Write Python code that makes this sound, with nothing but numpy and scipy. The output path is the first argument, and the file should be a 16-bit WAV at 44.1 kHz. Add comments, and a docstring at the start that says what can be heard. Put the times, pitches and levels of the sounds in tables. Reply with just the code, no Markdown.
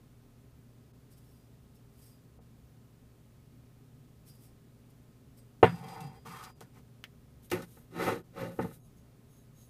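"""At a wooden shelf in a quiet room, a fluted glass bottle is turned in the hand, set down and pushed
back into the row. A finger joint clicks; a small milk bottle is gripped, dragged forward in jerks,
rocks on its base and is lifted. Impacts and stick-slip friction drive the damped modes of the board;
skin and grit excite the wall modes of the glass. Room noise and an appliance's hum lie behind."""
import sys
import numpy as np
from scipy import signal
from scipy.fft import rfft, irfft, next_fast_len
from scipy.io import wavfile

SR = 44100
rng = np.random.default_rng(int(sys.argv[2]) if len(sys.argv) > 2 else 0)


def master(y):
    """Save y as 16-bit WAV."""
    cut = np.clip(np.atleast_2d(y).T, -1, 1)
    pcm = np.round(cut * 32767)  # scale
    wavfile.write(sys.argv[1], SR, pcm.astype(np.int16))


N = 427329
TIME = np.arange(N) / SR
# the fluted bottle settles flat; the hand moves to the milk bottle; that bottle leaves the board
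SETTLED_S, MILK_FROM_S, LIFTED_S = 6.42, 7.2, 8.8
# how each layer follows a push: share of the swell, lag of the peak/s
JUDDER_LAW, SCRAPE_LAW, GRIT_LAW = (0.9, 0.028), (1.28, 0.00087), (0.99, 0.0012)

# Levels in the tables are relative unless marked rms.
# impacts of glass on wood: t/s, level/dB, contact resonance f/Hz, damping 1/Q
IMPACTS = [(2.387, -54.5, 1080, 1.1), (5.6286, -4.5, 1690, 1.27), (5.641, -28, 3460, 0.26),
           (6.254, -48, 2000, .9), (6.609, -46, 1500, 0.35), (7.516, -25.5, 2780, 0.35),
           (7.527, -32, 360, 0.051), (7.769, -50, 1830, 1.04), (8.079, -22, 1300, 0.4),
           (8.5897, -20.5, 1200, 1.34), (8.643, -35.5, 856, 0.64), (8.709, -46, 1700, 1.05)]
# modes of the board: f/Hz, level/dB, T60/s
BOARD_MODES = [(114, -15, 0.25), (129, -24, 0.55), (172, -21.5, 0.53), (249.6, -18.5, .18), (337, -19, .11),
               (392.5, -2.5, 0.069), (455, 0.5, 0.079), (515.8, -11, 0.099), (639, -10, 0.069),
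               (700.4, -2.5, 0.05), (747.8, -7, 0.1), (882, -6, 0.066), (960, -19.5, 0.17),
               (1058, -10.5, 0.054), (1264, -11.5, 0.055), (1474, -16.5, 0.065), (1721, -16, 0.092),
               (1849, -14, 0.06), (2026, -19, 0.1), (2290, -18, 0.051), (2645, -19.5, 0.1),
               (2785, -11.5, 0.06), (2825, -23, 0.1), (3278, -18.5, 0.039), (3500, -26, 0.15),
               (4000, -20.5, 0.058)]
# spectrum of the dense ring of the shelf and nearby walls: f/Hz, level/dB
TAIL_SPECTRUM = [(40, -23.5), (100, -2.5), (280, -11.5), (450, -6), (900, -6), (1800, 0), (3000, -7.5),
                 (4500, -15.5), (8000, -35.5), (15000, -27.5)]
# weighting by the nodes and antinodes where the milk bottle stands: f/Hz, gain/dB
MILK_SPOT_GAIN = [(100, 0.5), (250, 7.5), (345, 3.5), (400, -8.5), (520, 3), (690, -13), (830, 3),
                  (1000, -9.5), (1270, 3.5), (2000, 1), (4000, -10)]
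# pushes along the board: start t/s, fastest t/s, end t/s, swell/dB, evenness (1 a jerk, 3 steady),
# judder level/dB, scrape level/dB, grit level/dB, chatter f/Hz, chatter gain/dB
FLUTED_PUSHES = [(5.688, 5.967, 6.1, 7.5, 1.6, -49.5, -45.5, -60, 804, 10),
                 (6.087, 6.102, 6.2, 4.5, 1.5, -56.5, -56, -70, 810, 9),
                 (6.247, 6.29, 6.52, 10.5, 4.4, -52.5, -45, -56.5, 1220, 8.5),
                 (6.728, 6.773, 6.82, 14, 1.2, -60.5, -59.5, -64, 1260, -9)]
MILK_PUSHES = [(7.523, 7.522, 7.66, 18.4, 0.95, -33.5, -39.5, -48.5, 343, 0),
               (7.902, 8.061, 8.23, 33.2, 2.03, -29, -35, -47.5, 373, 11),
               (8.325, 8.403, 8.59, 24.4, 1.35, -34.5, -44.5, -56, 520, 2.5),
               (8.567, 8.625, 8.73, 18.4, 1, -32, -51.5, -59, 526, -25)]
# spectrum of the friction force under each base: f/Hz, level/dB
FLUTED_FRICTION = [(80, -4.5), (150, 11), (250, 1.5), (400, -12), (500, -7.5), (690, -20.5), (790, -4.5),
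                   (890, -7), (1060, -2.5), (1700, -3.5), (2300, -0.5), (3000, -14.5), (4500, -7.5)]
MILK_FRICTION = [(80, -8), (160, 3), (260, -2.5), (460, -9.5), (560, -4.5), (850, -10), (1050, 0),
                 (1400, -5.5), (2000, -4), (2900, -7.5), (4500, 4)]
# the base of the fluted bottle sticks and shudders: t/s, level/dB, half-width/s
SHUDDER_SWELLS = [(5.735, -41, 0.052), (5.842, -43, 0.052), (6.065, -41.5, 0.071), (6.272, -47, 0.021),
                  (6.645, -49, 0.035)]
# wall modes of each bottle: f/Hz, level standing/dB, level held/dB, T60/s
FLUTED_MODES = [(2676, -5, -25, .25), (3230, -2, -25, .15), (4872, 0, 1, .32), (5420, -17, 2, .2),
                (8134, -10, -3, .2), (8475, -3, -1, .18), (11250, -13, -5, .05), (13800, -14, -5, .05)]
MILK_MODES = [(3890, 6.5, 6, 0.036), (6560, -8, 10, 0.088), (6440, -3, 6, 0.083), (8760, 1, -16.5, 0.077),
              (9240, -4.5, -19.5, .15), (9900, -23, 1, 0.16), (12871, 3.5, -17, 0.17)]
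# spectrum of crushed grit: f/Hz, level/dB
GRIT_SPECTRUM = [(1500, -0.5), (3500, 6.5), (5000, 4.5), (7500, 2), (13000, 2.5), (15500, -8)]
# grit cracking under the glass: t/s, level/dB, T60/s
GRIT_CRACKS = [(5.629, -48, 0.25), (5.885, -59, 0.1), (6.005, -54.5, 0.081), (6.437, -50, 0.058),
               (6.607, -53, 0.11), (7.501, -49.5, 0.064), (7.514, -35.5, 0.064), (7.621, -52.5, 0.047)]
# skin sliding on glass: t/s, level/dB, half-width/s
SKIN_RUBS = [(1.125, -64.5, 0.023), (1.182, -69, 0.019), (1.3, -73.5, 0.2), (1.76, -69, 0.018),
             (2.05, -63.5, 0.12), (4.288, -59.5, 0.034), (4.35, -69, 0.05), (4.445, -63.5, 0.055),
             (4.906, -67.5, 0.01), (5.387, -63.5, 0.023), (7.45, -62, 0.03), (7.74, -63.5, 0.12),
             (8.62, -64.5, 0.19), (8.745, -60.5, .035), (8.86, -74.5, 0.06), (8.984, -71, .025),
             (9.36, -72, 0.11), (9.62, -65.5, 0.078)]
# spectrum of skin friction: f/Hz, level/dB
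SKIN_SPECTRUM = [(1000, -15.5), (3000, -6), (6000, -7), (10000, -0.5), (13500, 0.5), (15500, -7.5)]
# spectrum of the finger joint's click: f/Hz, level/dB
CLICK_SPECTRUM = [(300, -18), (1000, -12), (1850, -0.5), (3200, -2.5), (4000, -14), (6000, -16.5),
                  (8000, -25.5), (15000, -23)]
# spectrum of the room noise: f/Hz, level/dB
ROOM_SPECTRUM = [(22, -23), (33, -1.5), (43, -17.5), (64, 0.5), (92, -11), (150, -0.5), (187, -12),
                 (240, -4.5), (325, -17), (400, -16), (1000, -29), (2000, -33), (6000, -38.5), (15000, -39)]
# partials of the appliance's hum: f/Hz, rms level/dB
HUM_PARTIALS = [(118.4, -62), (220.7, -76.5), (403.7, -77.5), (1050, -88.5), (1265, -87)]
# brief dips in the hiss: t/s, half-width/s
HISS_DIP_TIMES = [(0.927, 0.0071), (2.396, 0.013), (6.103, 0.03), (6.545, 0.012), (8.226, 0.011),
                  (8.817, 0.038)]


def knocks(fluted_response, milk_response, bass_hz=72, grip_t60=1.8):
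    """Mass-spring contact: a bottle rebounds on the wood, and a softer contact passes less treble."""
    out = np.zeros(N)
    for s, db, hz, damping in IMPACTS:
        omega = 2 * np.pi * hz
        contact = signal.bilinear([omega ** 2], [1, damping * omega, omega ** 2], SR)
        blow = signal.lfilter(*contact, fluted_response if s < MILK_FROM_S else milk_response)
        add(out, s, undb(db) * blow * fade(grip_t60))  # the pressing hand damps the board
    return cut(out, bass_hz, "high")  # the board is too small to radiate deep bass


def board_response(tail_db=-17, tail_t60=0.21, room_db=-44, room_t60=0.29, build_s=0.0016):
    """Modal superposition: the tapped board's modes and a diffuse tail build up as the wave spreads."""
    decay = undb(tail_db) * fade(tail_t60) + undb(room_db) * fade(room_t60)
    tail = decay * unit(colour(rng.standard_normal(len(decay)), TAIL_SPECTRUM))
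    build_up = 1 - np.exp(-TIME[:len(tail)] / build_s)
    return (ring(BOARD_MODES) + tail) * build_up


def slide(wood, pushes, friction_spectrum, judder_db, scrape_db, split_hz=650, chatter_q=5):
    """Forced vibration: stick-slip under the base drives the board to a low judder and a higher scrape."""
    out, response = np.zeros(N), colour(wood, friction_spectrum)
    for push in pushes:
        start, _, end, _, _, low_db, high_db, _, chatter_hz, chatter_db = push
        force = slips(per_s=1300, spread_db=3.5, size=SR)
        chatter = signal.lfilter(*signal.iirpeak(chatter_hz, chatter_q, fs=SR), force)
        shake = through(force + undb(chatter_db) * chatter, response)
        span = slice(int(start * SR), int(end * SR))
        length = span.stop - span.start
        judder = unit(cut(shake, split_hz, "low")[-length:])
        scrape = unit(cut(shake, split_hz, "high")[-length:])
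        out[span] += undb(judder_db + low_db) * judder * push_gain(push, JUDDER_LAW)[span]
        out[span] += undb(scrape_db + high_db) * scrape * push_gain(push, SCRAPE_LAW)[span]
    return out


def slips(per_s, spread_db, size=N):
    """Stick-slip as a Poisson process: tiny releases at random moments, a few far above the rest."""
    force = undb(spread_db * np.minimum(rng.exponential(size=size), 4))
    released = rng.random(size) < per_s / SR
    return unit(released * force * rng.choice([-1, 1], size))


def push_gain(push, law, edge_s=0.012):
    """Friction noise grows with sliding speed: it swells, ebbs and ends when the bottle stops."""
    start, fastest, end, swell_db, evenness = push[:5]
    share, lag_s = law
    peak_s = np.clip(fastest + lag_s, start, end)
    slowness = np.interp(TIME, [start, peak_s, end], [1, 0, 1])
    moving = np.clip(np.minimum(TIME - start, end - TIME) / edge_s, 0, 1)
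    return moving * undb(-share * swell_db * slowness ** evenness)


def shudder(centre_hz=150, q=2.5):
    """Rocking resonance: the sticking base sets the bottle fluttering in the hand."""
    rocking = signal.iirpeak(centre_hz, q, fs=SR)
    force = slips(per_s=1500, spread_db=8.5)
    flutter = signal.lfilter(*rocking, signal.lfilter(*rocking, force))
    return swells(SHUDDER_SWELLS) * unit(flutter)


def glass(friction, modes, ring_db, held=False):
    """Shell resonance: friction is heard directly and through wall modes weighted by the support."""
    weighted = [(hz, held_db if held else standing_db, t60) for hz, standing_db, held_db, t60 in modes]
    wall = ring(weighted, np.cos)
    return friction + undb(ring_db) * through(friction, wall / np.linalg.norm(wall))


def grit(fluted_db=-3, milk_db=-2, patchy_db=2, patches_per_s=120):
    """Brittle fracture: crushed dust hisses in patches, and cracks as a bottle lands or starts to move."""
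    gain = np.zeros(N)
    for pushes, bottle_db in (FLUTED_PUSHES, fluted_db), (MILK_PUSHES, milk_db):
        for push in pushes:
            grit_db = push[7]
            gain += undb(bottle_db + grit_db) * push_gain(push, GRIT_LAW)
    gain *= undb(patchy_db * wander(TIME[::SR // patches_per_s]))
    for s, db, t60 in GRIT_CRACKS:
        add(gain, s, undb(db) * fade(t60))
    return gain * unit(colour(slips(per_s=7700, spread_db=3), GRIT_SPECTRUM))


def fingers(skin_db=-2):
    """Sliding friction: skin brushes the glass in soft swells of tiny slips."""
    friction = unit(colour(slips(per_s=3400, spread_db=2), SKIN_SPECTRUM))
    return undb(skin_db) * swells(SKIN_RUBS) * friction


def joint_click(at_s=7.0402, energy_db=-17, scatter_db=-25, scatter_t60=0.063):
    """Scattering: one sharp impulse from a finger joint is followed by echoes off bottles and wall."""
    decay = undb(scatter_db) * fade(scatter_t60)
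    snap = decay * rng.standard_normal(len(decay))
    snap[0] = 1  # the direct sound
    snap = colour(snap, CLICK_SPECTRUM)
    out = np.zeros(N)
    add(out, at_s, undb(energy_db) * snap / np.linalg.norm(snap))
    return out


def room(air_db=-59, waver=0.078, dip_db=-10, hiss_hz=1000):
    """Continuous and line spectra: rumble and hiss lie under the slightly wavering hum of an appliance."""
    air = undb(air_db) * unit(colour(rng.standard_normal(N), ROOM_SPECTRUM))
    hiss = signal.sosfiltfilt(signal.butter(2, hiss_hz, "high", fs=SR, output="sos"), air)
    dips = sum(np.exp(-((TIME - s) / width) ** 2) for s, width in HISS_DIP_TIMES)
    out = air + hiss * (undb(dip_db * dips) - 1)
    for hz, db in HUM_PARTIALS:
        drift = wander(np.linspace(0, TIME[-1], 40))
        amplitude = np.sqrt(2) * undb(db) * (1 + waver * drift)
        out += amplitude * np.sin(2 * np.pi * hz * TIME + drift / 2)
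    return out


def undb(db):
    """Amplitude ratio of a level."""
    return 10 ** (np.asarray(db) / 20)


def unit(x):
    """Normalisation to rms 1."""
    return x / np.sqrt(np.mean(x ** 2))


def fade(t60):
    """Exponential decay by 60 dB per t60, lasting 0.7 s."""
    return np.exp(-np.log(1000) * TIME[:int(0.7 * SR)] / t60)


def swells(rows):
    """Sum of Gaussian envelopes: t/s, level/dB, half-width/s."""
    return sum(undb(db) * np.exp(-2 * ((TIME - s) / width) ** 2) for s, db, width in rows)


def wander(knots_s):
    """Random modulation: straight lines between Gaussian values at the given times."""
    return np.interp(TIME, knots_s, rng.standard_normal(len(knots_s)))


def colour(x, spectrum):
    """Minimum-phase filter from f/Hz, level/dB; being causal, it keeps attacks sharp."""
    size = next_fast_len(len(x) + 8192)
    size += size % 2
    hz, db = np.transpose(spectrum)
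    bin_hz = np.maximum(np.arange(size // 2 + 1) * SR / size, 1)
    magnitude = undb(np.interp(np.log(bin_hz), np.log(hz), db))
    cepstrum = irfft(np.log(magnitude))
    cepstrum[1:size // 2] *= 2  # fold onto positive time
    cepstrum[size // 2 + 1:] = 0
    return irfft(rfft(x, size) * np.exp(rfft(cepstrum)))[:len(x)]


def cut(x, hz, kind):
    """Fourth-order low- or high-pass."""
    return signal.sosfilt(signal.butter(4, hz, kind, fs=SR, output="sos"), x)


def ring(modes, wave=np.sin):
    """Impulse response of damped modes: f/Hz, level/dB, T60/s."""
    t = TIME[:len(fade(1))]
    return sum(undb(db) * fade(t60) * wave(2 * np.pi * hz * t) for hz, db, t60 in modes)


def through(x, response):
    """Convolution with an impulse response."""
    return signal.oaconvolve(x, response)[:len(x)]


def add(out, s, sound):
    """Superposition of a sound starting at time s."""
    start = int(s * SR)
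    out[start:start + len(sound)] += sound[:N - start]


def scene():
    """Superposition: two bottles in turn drive one board; a bottle flat on its base rings less."""
    wood = board_response()
    milk_wood = colour(wood, MILK_SPOT_GAIN)
    board = knocks(wood, milk_wood)
    board += slide(wood, FLUTED_PUSHES, FLUTED_FRICTION, judder_db=-1.5, scrape_db=-4.5) + shudder()
    board += slide(milk_wood, MILK_PUSHES, MILK_FRICTION, judder_db=-3.5, scrape_db=1.5)
    dust, skin = grit(), fingers()
    on_fluted, tilted, lifted = TIME < MILK_FROM_S, TIME < SETTLED_S, TIME > LIFTED_S
    fluted = glass(skin * on_fluted, FLUTED_MODES, ring_db=-4.5, held=True)
    fluted += glass(dust * tilted, FLUTED_MODES, ring_db=-7)
    fluted += glass(dust * (on_fluted & ~tilted), FLUTED_MODES, ring_db=-17.5)
    milk = glass((dust + skin) * (~on_fluted & ~lifted), MILK_MODES, ring_db=-10)
    milk += glass(skin * lifted, MILK_MODES, ring_db=0.5, held=True)
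    return (board + fluted + milk + joint_click() + room())[None]


def record(dry):
    """Band limiting: a steep elliptic low-pass removes the treble above 15.4 kHz."""
    return signal.sosfilt(signal.ellip(10, 0.2, 70, 15400, fs=SR, output="sos"), dry)


dry = scene()
out = record(dry)
master(out)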